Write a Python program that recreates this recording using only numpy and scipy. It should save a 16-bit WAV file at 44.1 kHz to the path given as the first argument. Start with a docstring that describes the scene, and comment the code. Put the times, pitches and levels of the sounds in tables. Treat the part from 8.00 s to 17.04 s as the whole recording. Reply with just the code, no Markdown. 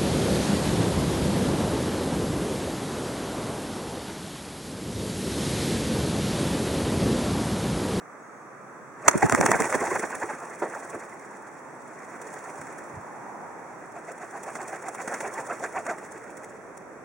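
"""Dove taking off and landing

A pet dove takes off from a porch, right at the microphone, circles over a quiet street and flies back to a
gloved hand. The wings clap on the first beats: noise pops and cracks. Take-off and braking strokes are swells
of eddy noise with a low push and a fluttering feather tone; sliding feathers add grainy hiss. Downwash buffets
the microphone in noise puffs, a dull thud sounds, the house walls echo, far traffic murmurs as shaped noise,
and faint whines sound, one brief near the start."""
import sys
import numpy as np
from scipy import signal
from scipy.fft import rfft, irfft, next_fast_len
from scipy.io import wavfile
from scipy.ndimage import uniform_filter1d

SR = 44100
rng = np.random.default_rng(int(sys.argv[2]) if len(sys.argv) > 2 else 0)


def log_audio(samples):
    """Write samples as a 16-bit WAV file to the path given in sys.argv[1]."""
    # one column per channel
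    frames = np.atleast_2d(samples).T
    # limit to full scale, then quantise
    limited = np.clip(frames, -1, 1)
    pcm = np.round(limited * 32767).astype(np.int16)
    wavfile.write(sys.argv[1], SR, pcm)


N = 398663
TIME = np.arange(N) / SR
CUTOFF_HZ = 16700
BRAKE_FROM_S, BRAKE_TO_S = 5.92, 7.95

# take-off and climb strokes: t/s, relative rush level/dB, relative low push level/dB, flutter f/Hz
TAKEOFF = [(1.068, -33, -39, 702), (1.146, -26.5, -30.5, 600), (1.23, -15, -22.5, 830),
           (1.322, -20, -29, 970), (1.386, -23, -24, 600), (1.432, -24, -33, 850),
           (1.491, -24.5, -21.5, 480), (1.539, -23.5, -42, 940), (1.6, -21.5, -19.5, 1040),
           (1.747, -21.5, -24, 1040), (1.816, -30, -27.5, 1050), (1.875, -28.5, -39, 950),
           (1.92, -25.5, -27.5, 1090), (1.962, -25, -34, 800), (2.036, -26.5, -35, 600),
           (2.157, -35, -45, 701), (2.229, -27, -34, 1000), (2.302, -31, -44, 860),
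           (2.758, -36.5, -55, 880), (2.95, -38.5, -37.5, 600)]
# wingbeat, slowing from climb to circling to braking: first downstroke t/s, end t/s, beat rate/Hz
GAITS = [(1.142, 3.1, 10.06), (3.123, 5.56, 8.82), (5.584, 8.53, 7.764)]
# left-right likeness of the wings: f/Hz, likeness/0-1
WING_LIKENESS = [(100, 0.9), (700, 0.98), (2400, 0.88), (7000, 0.6), (15000, 0.3)]


def strokes(rows, slides):
    """Each stroke sheds a rush of eddies, a low push and a flutter; wake and folding feathers stir more air."""
    # rush spectrum: f/Hz, relative level/dB
    rush_spectrum = [(250, -21.5), (450, 1), (800, 3.5), (1200, 0), (1950, -2), (2450, -8.5), (3000, -26),
                     (4500, -26.5), (7000, -16), (15000, -44.5)]
    # push spectrum: f/Hz, relative level/dB
    push_spectrum = [(40, -38.5), (110, -9), (220, -3.5), (390, 6), (550, -1.5), (900, -25.5), (2000, -52)]
    s, half_s, rush_db, push_db, _, share = np.transpose(rows)
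    airy_db = rush_db + 10 * np.log10(1 - np.clip(share, 0, .9))

    # the wake throbs with the downstroke and, more weakly, with the upstroke
    beat = beat_phase()
    throb_db = 2.7 * np.cos(beat) + 1.1 * np.cos(2 * beat)
    presence = presence_db(TIME)
    wake_db = -30.0 + 0.87 * (presence - presence.max())  # follows only a share of the presence
    stirred = from_db(2.0) * swells(*slides, lean=.5)
    wake = np.hypot(from_db(wake_db + throb_db), stirred)

    rush = np.hypot(swells(s, half_s, airy_db), from_db(2.0) * wake)
    push = np.hypot(swells(s, half_s, push_db, lean=0.32), from_db(-5.5) * wake)
    lumps = turbulence(rough_db=2, rate=200, likeness=WING_LIKENESS)
    air = from_db(-2.0) * colour(rush * eddies(patchy_db=3.5, rate=76), rush_spectrum)
    air += from_db(-0.5) * colour(push * lumps, push_spectrum)
    return air + flutter(rows, arch=.25, wobble=0.025, octave_db=-10.5, spread=0.914)


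def takeoff_strokes():
    """Hard, uneven strokes; a louder stroke is faster, so shorter.

    Columns: t/s, half-length/s, rush/dB, push/dB, flutter f/Hz, flutter share.
    """
    half_s_at_0_db, halving_db, flutter_share = .0026, 12.5, .38
    s, rush_db, push_db, hz = np.transpose(TAKEOFF)
    half_s = half_s_at_0_db * 2 ** (-rush_db / halving_db)
    return np.column_stack(np.broadcast_arrays(s, half_s, rush_db, push_db, hz, flutter_share))


def braking_strokes():
    """Same columns for landing: one long stroke a beat, growing by 1/distance in even steps toward the hand."""
    # flutter pitch while braking: t/s, f/Hz
    pitch = [(6.2, 705), (6.296, 821.5), (7.35, 773), (7.394, 936), (7.466, 690.5), (7.828, 806.4),
             (7.95, 666)]
    far_m, near_m, db_at_1_m = 5.46, 1.14, -24
    half_s, push_re_rush_db, flutter_share = 0.021, -16.5, .6
    s = beat_times(count=1)
    s = s[(s > BRAKE_FROM_S) & (s < BRAKE_TO_S)]
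    rush_db = db_at_1_m - 20 * np.log10(np.linspace(far_m, near_m, len(s)))
    hz, = along(pitch, s)
    push_db = rush_db + push_re_rush_db
    return np.column_stack(np.broadcast_arrays(s, half_s, rush_db, push_db, hz, flutter_share))


def flutter(rows, arch, wobble, octave_db, spread):
    """A flight feather buzzes mid-stroke; its pitch rises and falls with wing speed."""
    out, waver = np.zeros(N), drift(300)
    for (s, half_s, db, _, hz, share), start_cycles in zip(rows, rng.random(len(rows))):
        span = slice(int((s - 4 * half_s) * SR), int((s + 4 * half_s) * SR))
        speed = np.exp(-((TIME[span] - s) / (spread * half_s)) ** 2 / 2)
        pitch_hz = hz * (1 - arch * (1 - speed) + wobble * waver[span])
        phase = 2 * np.pi * (start_cycles + np.cumsum(pitch_hz) / SR)
        tone = np.sin(phase) + from_db(octave_db) * np.sin(2 * phase)
        out[span] += from_db(db) * np.sqrt(2 * np.clip(share, 0, 1)) * speed * tone
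    return out * from_db(3.3 * drift(160) - 2.5)


def eddies(patchy_db, rate):
    """Turbulence whose bands swell independently, so that its colour keeps shifting."""
    white = [turbulence(rough_db=2.0, rate=530, likeness=WING_LIKENESS) for _ in range(2)]
    edges_hz = np.append(np.geomspace(200, 3200, 11), CUTOFF_HZ)
    out = 0
    for k, band_hz in enumerate(zip(edges_hz, edges_hz[1:])):
        sos = signal.butter(2, band_hz, "band", fs=SR, output="sos")
        swell = from_db(patchy_db * np.clip(drift(rate), -2, 2))
        out = out + signal.sosfilt(sos, white[k % 2]) * swell
    return rms_one(out)


def feathers(slides):
    """Barbs scrape over barbs: grainy hiss that swells twice a beat, as the wings fold and spread."""
    # feather spectrum: f/Hz, relative level/dB
    spectrum = [(1500, -19), (3000, -2), (4500, -11), (5700, 6), (6800, 6), (8500, 8), (10500, 1.5),
                (13000, -48), (15500, -0.5)]
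    fold = np.cos(2 * beat_phase() + 2.2 * drift(3.8))
    plumage = from_db(presence_db(TIME) + 0.5 + 1.8 * fold + 1.33 * drift(60))
    swish = np.hypot(swells(*slides, lean=0.3), plumage)
    grain = turbulence(rough_db=3.0, rate=1800, likeness=WING_LIKENESS)
    return from_db(0.23) * colour(swish * grain, spectrum)


def swishes():
    """Feathers slide over each other twice a beat, and catch and flick free: t/s, half-length/s, level/dB."""
    # flicks: t/s, relative level/dB
    flicks = [(1.178, -34.5), (1.604, -29.5), (1.701, -35.5), (1.751, -31), (1.995, -33.5), (2.152, -39),
              (2.903, -46.5), (4.218, -46), (4.339, -47.5), (4.615, -49), (4.786, -47.5), (6.118, -49.5),
              (6.435, -41.5), (6.683, -41), (6.885, -41), (6.949, -40.5), (8.12, -46.5), (8.373, -47.5),
              (8.445, -49), (8.774, -48.5)]
    lag_s, swish_half_s, flick_half_s = .017, 0.0069, 0.0053
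    swish_db, braking_db, scatter_db = 5.5, 2.5, 0.2  # fanned feathers swish more from braking on
    s = beat_times(count=2) + lag_s
    db = presence_db(s) + swish_db + braking_db * (s > BRAKE_FROM_S)
    db += scatter_db * rng.standard_normal(len(s))
    flick_s, flick_db = np.transpose(flicks)
    return np.hstack([np.broadcast_arrays(s, swish_half_s, db),
                      np.broadcast_arrays(flick_s, flick_half_s, flick_db)])


def presence_db(s):
    """Wing level by effort and nearness, falling away before the wings spread and after they fold."""
    # presence: t/s, relative level/dB
    presence = [(1.15, -53), (1.21, -46), (1.48, -40.5), (1.86, -45), (2.4, -57), (2.77, -56),
                (3.71, -70.5), (4.28, -58), (4.71, -59), (5.06, -70.5), (5.49, -76), (6.57, -55),
                (6.92, -57.5), (7.13, -50.5), (8.36, -63.5), (8.5, -60.5)]
    spread_s, spread_db_per_s = 1.062, 262
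    fold_s, fold_db_per_s = 8.34, 33
    db, = along(presence, s)
    return db - spread_db_per_s * np.maximum(spread_s - s, 0) - fold_db_per_s * np.maximum(s - fold_s, 0)


def beat_phase():
    """Wing phase in radians, zero at each gait's first downstroke and every full turn after."""
    phase = np.zeros(N)
    for start_s, _, beats_per_s in GAITS:
        phase = np.where(TIME >= start_s, 2 * np.pi * beats_per_s * (TIME - start_s), phase)
    return phase


def beat_times(count):
    """Times that divide every wingbeat into count equal parts, from the downstroke on."""
    return np.concatenate([np.arange(start_s, end_s, 1 / (count * beats_per_s))
                           for start_s, end_s, beats_per_s in GAITS])


def claps():
    """The wings meet: trapped air pops out and the quills crack against each other."""
    # claps: t/s, half-length/s, relative level/dB
    wing_claps = [(1.082, .0025, -7), (1.297, .002, -17), (1.3235, .0012, -14), (1.3485, .0015, -15),
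                  (1.4115, .0015, -12.5), (1.462, .003, -14), (1.516, .0025, -14), (1.621, .001, -20),
                  (1.726, .001, -21), (6.555, .005, -32), (7.078, .004, -29), (7.142, .004, -30),
                  (7.206, .004, -29), (7.866, .004, -32)]
    # pop spectrum: f/Hz, relative level/dB
    pop_spectrum = [(60, -25.5), (200, 1.5), (450, 4.5), (1200, 6.5), (2000, 4.5), (3000, -16), (5000, -34),
                    (12000, -60)]
    # crack spectrum: f/Hz, relative level/dB
    crack_spectrum = [(1500, -21.5), (3500, -14), (6500, 7.5), (9000, 4), (13000, -19.5), (15500, -9)]
    s, half_s, pop_db = np.transpose(wing_claps)
    # the crack lies below the pop and gains on it in hard claps
    hard_clap_db, crack_growth = -15.5, 0.53
    crack_db = pop_db - 9 + crack_growth * np.maximum(pop_db - hard_clap_db, 0)
    quills = stereo(*rng.choice([-1., 1.], (2, N)), WING_LIKENESS)
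    pop = from_db(-3.5) * colour(swells(s, half_s, pop_db, lean=.5) * quills, pop_spectrum)
    crack = from_db(-2.5) * colour(swells(s, half_s, crack_db, lean=.4) * quills, crack_spectrum)
    # the near first clap's blast rakes the two ports in opposite senses
    blast = swells([1.0845], [.004], [-13], lean=.5) * rng.choice([-1., 1.], N) * [[1], [-1]]
    return pop + crack + colour(blast, pop_spectrum) + from_db(-3) * colour(blast, crack_spectrum)


def downwash():
    """Air pushes the microphone ports in mostly opposite senses; slower pressure bumps move both alike."""
    # later soft bumps: t/s, half-length/s, relative level/dB
    later_bumps = [(4.606, 0.026, -43), (4.969, 0.026, -33), (7.784, .012, -47), (7.92, .012, -48)]
    # puff spectrum: f/Hz, relative level/dB
    puff_spectrum = [(30, -17), (90, -0.5), (230, 7), (400, 4.5), (700, -18), (1500, -26.5), (5000, -52)]
    # bump spectrum: f/Hz, relative level/dB
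    bump_spectrum = [(25, -31), (60, -5.5), (110, 2.5), (180, 3.5), (400, -44), (1500, -73.5)]
    lag_s, overhead_s, overhead_half_s = .011, 1.27, .2
    follows = .35  # share of a stroke's level variation in dB that its downwash keeps
    s, rush_db, _, _ = np.transpose(TAKEOFF)
    s = s + lag_s
    near_db = follows * (rush_db - rush_db.mean())
    near_db -= 20 * np.log10(1 + ((s - overhead_s) / overhead_half_s) ** 2)
    gusts = turbulence(rough_db=1.5, rate=150, likeness=[(100, -.75), (1000, -.7)])
    puffs = swells(s, .01, -14.0 + near_db, lean=0.43) * gusts
    bump_envelope = np.hypot(swells(s, .014, -25.0 + near_db), swells(*np.transpose(later_bumps)))
    bumps = bump_envelope * rng.standard_normal((1, N))
    return from_db(-5.0) * colour(puffs, puff_spectrum) + from_db(-9.0) * colour(bumps, bump_spectrum)


def thud():
    """A dull blow down the street: noise with a quick onset and exponential decay."""
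    # thud spectrum: f/Hz, relative level/dB
    spectrum = [(50, -48), (220, -10), (330, 0), (750, -1.5), (1100, -9), (1800, -11), (2800, -33),
                (8000, -48), (14000, -70)]
    at_s, decay_s, onset_s, level_db = 2.618, .028, .002, -23.5
    age_s = np.maximum(TIME - at_s, 0)
    envelope = np.exp(-age_s / decay_s) * (1 - np.exp(-age_s / onset_s))
    noise = stereo(*rng.standard_normal((2, N)), WING_LIKENESS)
    return from_db(level_db) * colour(envelope * noise, spectrum)


def porch(x, tail_db, t60):
    """A few near reflections off porch and walls, and a short diffuse tail from the houses."""
    # reflections: delay/s, level/dB
    walls = [(.0045, -33.5), (0.0115, -20.5), (.030, -22.5)]
    age_s = TIME[:SR // 2]
    response = rng.standard_normal((2, len(age_s))) * from_db(-60 * age_s / t60) * (age_s > .008)
    response *= from_db(tail_db) / np.linalg.norm(response[0])
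    for delay_s, db in walls:
        response[:, int(delay_s * SR)] += from_db(db)
    return x + signal.oaconvolve(x, response, axes=1)[:, :N]


def street():
    """Far traffic: a smooth murmur, engine rumble and the roar of tyres. Apart from it, faint whines sound, one
    brief near the start."""
    # murmur of the whole street: t/s, relative level/dB
    murmur = [(0, -46), (3.5, -45), (5.3, -42.5), (6.2, -45.5), (9, -46)]
    # murmur spectrum: f/Hz, relative level/dB
    murmur_spectrum = [(40, -30.5), (75, -25.5), (130, -4), (350, 1.5), (800, -1.5), (1300, -2), (1850, -6),
                       (2400, -14.5), (2900, -29), (4500, -33), (6000, -21.5), (11000, -31), (13000, -62.5),
                       (15500, -31.5)]
    # far engines: t/s, relative level/dB
    engines = [(0, -79), (1, -60), (3.5, -78), (4.6, -62.5), (6.2, -68.5), (8, -69)]
    # engine spectrum: f/Hz, relative level/dB
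    rumble_spectrum = [(30, -19), (80, -22), (120, 4.5), (200, -1), (500, -46)]
    # tyres of far cars: t/s, relative level/dB, centre f/Hz
    tyres = [(0, -48.5, 1196), (1, -46.5, 1192), (3.5, -46, 900.7), (4.6, -44.5, 901), (5.4, -38, 850),
             (6.2, -48.5, 755.4), (8, -44.5, 507.3)]
    # whines: start t/s, end t/s, f/Hz, relative level/dB
    whines = [(0, 13, 7870, -75.5), (.18, .43, 6570, -73)]
    # left-right likeness: f/Hz, likeness/0-1
    likeness = [(60, 0.12), (290, 0.81), (1400, 0.54), (3100, 0.092), (7000, 0.031)]
    murmur_db, = along(murmur, TIME)
    rumble_db, = along(engines, TIME)
    tyre_db, tyre_hz = along(tyres, TIME)
    murmur_noise = turbulence(rough_db=0.13, rate=25, likeness=likeness)
    out = from_db(murmur_db) * colour(murmur_noise, murmur_spectrum)
    rumble_noise = stereo(*rng.standard_normal((2, N)), likeness)
    out += from_db(rumble_db) * colour(rumble_noise, rumble_spectrum)
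    roar = [narrow_noise(tyre_hz, width_hz=384) for _ in range(2)]
    out += from_db(tyre_db - 7.5) * stereo(*roar, likeness)
    for start_s, end_s, hz, db in whines:
        gate = uniform_filter1d(1. * (TIME > start_s) * (TIME < end_s), size=1500)
        out += from_db(db) * narrow_noise(hz, width_hz=71) * gate
    return out


def from_db(db):
    """Decibels to gain."""
    return 10 ** (np.asarray(db) / 20)


def rms_one(x):
    """Scale to unit power."""
    return x / np.sqrt(np.mean(x ** 2) + 1e-20)


def at_hz(points, hz):
    """Read a spectrum on a log-frequency axis."""
    f, value = np.transpose(points)
    return np.interp(np.log(hz + 1), np.log(f), value)


def along(rows, s):
    """Read the columns of a curve at the given times."""
    knots, *columns = np.transpose(rows)
    return [np.interp(s, knots, column) for column in columns]


def colour(x, spectrum):
    """Causal (minimum-phase) filter with the given spectrum and unit power gain on white noise."""
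    size = 4096
    gain = from_db(at_hz(spectrum, np.fft.rfftfreq(size, 1 / SR)))
    cepstrum = irfft(np.log(gain))
    # fold the cepstrum onto positive times
    cepstrum[1:size // 2] *= 2
    cepstrum[size // 2 + 1:] = 0
    response = irfft(np.exp(rfft(cepstrum)))
    return signal.oaconvolve(x, response[None] / np.linalg.norm(response))[:, :N]


def stereo(mid, side, likeness):
    """Two unrelated signals become left and right, alike by frequency."""
    size = next_fast_len(N, True)
    alike = np.clip(at_hz(likeness, np.fft.rfftfreq(size, 1 / SR)), -1, 1)
    common = np.sqrt(1 + alike) * rfft(mid, size)
    opposed = np.sqrt(1 - alike) * rfft(side, size) * [[1], [-1]]
    return irfft(common + opposed, size)[:, :N]


def drift(rate):
    """Random curve of spread 1, linear between knots placed rate times a second."""
    knots = rng.standard_normal(N // 8)
    return np.interp(TIME * rate, np.arange(len(knots)), knots) * np.sqrt(3 / 2)


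def turbulence(rough_db, rate, likeness):
    """White stereo noise that comes in quick lumps."""
    noise = stereo(*rng.standard_normal((2, N)), likeness)
    return rms_one(noise * from_db(rough_db * np.clip(drift(rate), -2, 2)))


def swells(times_s, halves_s, levels_db, lean=0.0):
    """Envelope of bell-shaped swells, summed in power; lean > 0 rises fast and dies slowly."""
    power = np.zeros(N)
    lean = np.clip(lean, -.8, .8)
    for s, half_s, db in np.broadcast(times_s, halves_s, levels_db):
        span = slice(max(0, int((s - 8 * half_s) * SR)), int((s + 8 * half_s) * SR))
        u = (TIME[span] - s) / half_s
        u = u / (1 + lean * np.sign(u))
        power[span] += from_db(db) ** 2 / np.cosh(np.pi / 2 * u) ** 2 * 2 ** .5
    return np.sqrt(power)


def narrow_noise(hz, width_hz):
    """Noise in a narrow band around a steady or moving centre."""
    phase = 2 * np.pi * np.cumsum(hz * np.ones(N)) / SR
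    low_pass = signal.butter(2, width_hz / 2, fs=SR, output="sos")
    slow = signal.sosfilt(low_pass, rng.standard_normal((2, N)))
    return rms_one(slow[0] * np.cos(phase) + slow[1] * np.sin(phase))


def scene():
    """Dove and street, a little to the right."""
    slides = swishes()
    rows = np.vstack([takeoff_strokes(), braking_strokes()])
    wings = strokes(rows, slides) + feathers(slides) + claps()
    sound = porch(wings + thud(), tail_db=-23.5, t60=0.43) + street() + downwash()
    return sound * from_db([[-.9], [.8]])


def record(dry, notch_width_hz=450, low_cut_hz=38):
    """Cut the deepest bass, notch the treble narrowly, clip peaks as in overload, and cut the top."""
    # notch centres: f/Hz
    notches_hz = [3000, 4010, 5010, 12050, 13500]
    dry = signal.sosfilt(signal.butter(2, low_cut_hz, "high", fs=SR, output="sos"), dry)
    for hz in notches_hz:
        dry = signal.lfilter(*signal.iirnotch(hz, hz / notch_width_hz, fs=SR), dry)
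    top_cut = signal.cheby2(14, 60, CUTOFF_HZ, fs=SR, output="sos")
    return signal.sosfilt(top_cut, np.clip(dry, -.95, .95))


dry = scene()
out = record(dry)
log_audio(out)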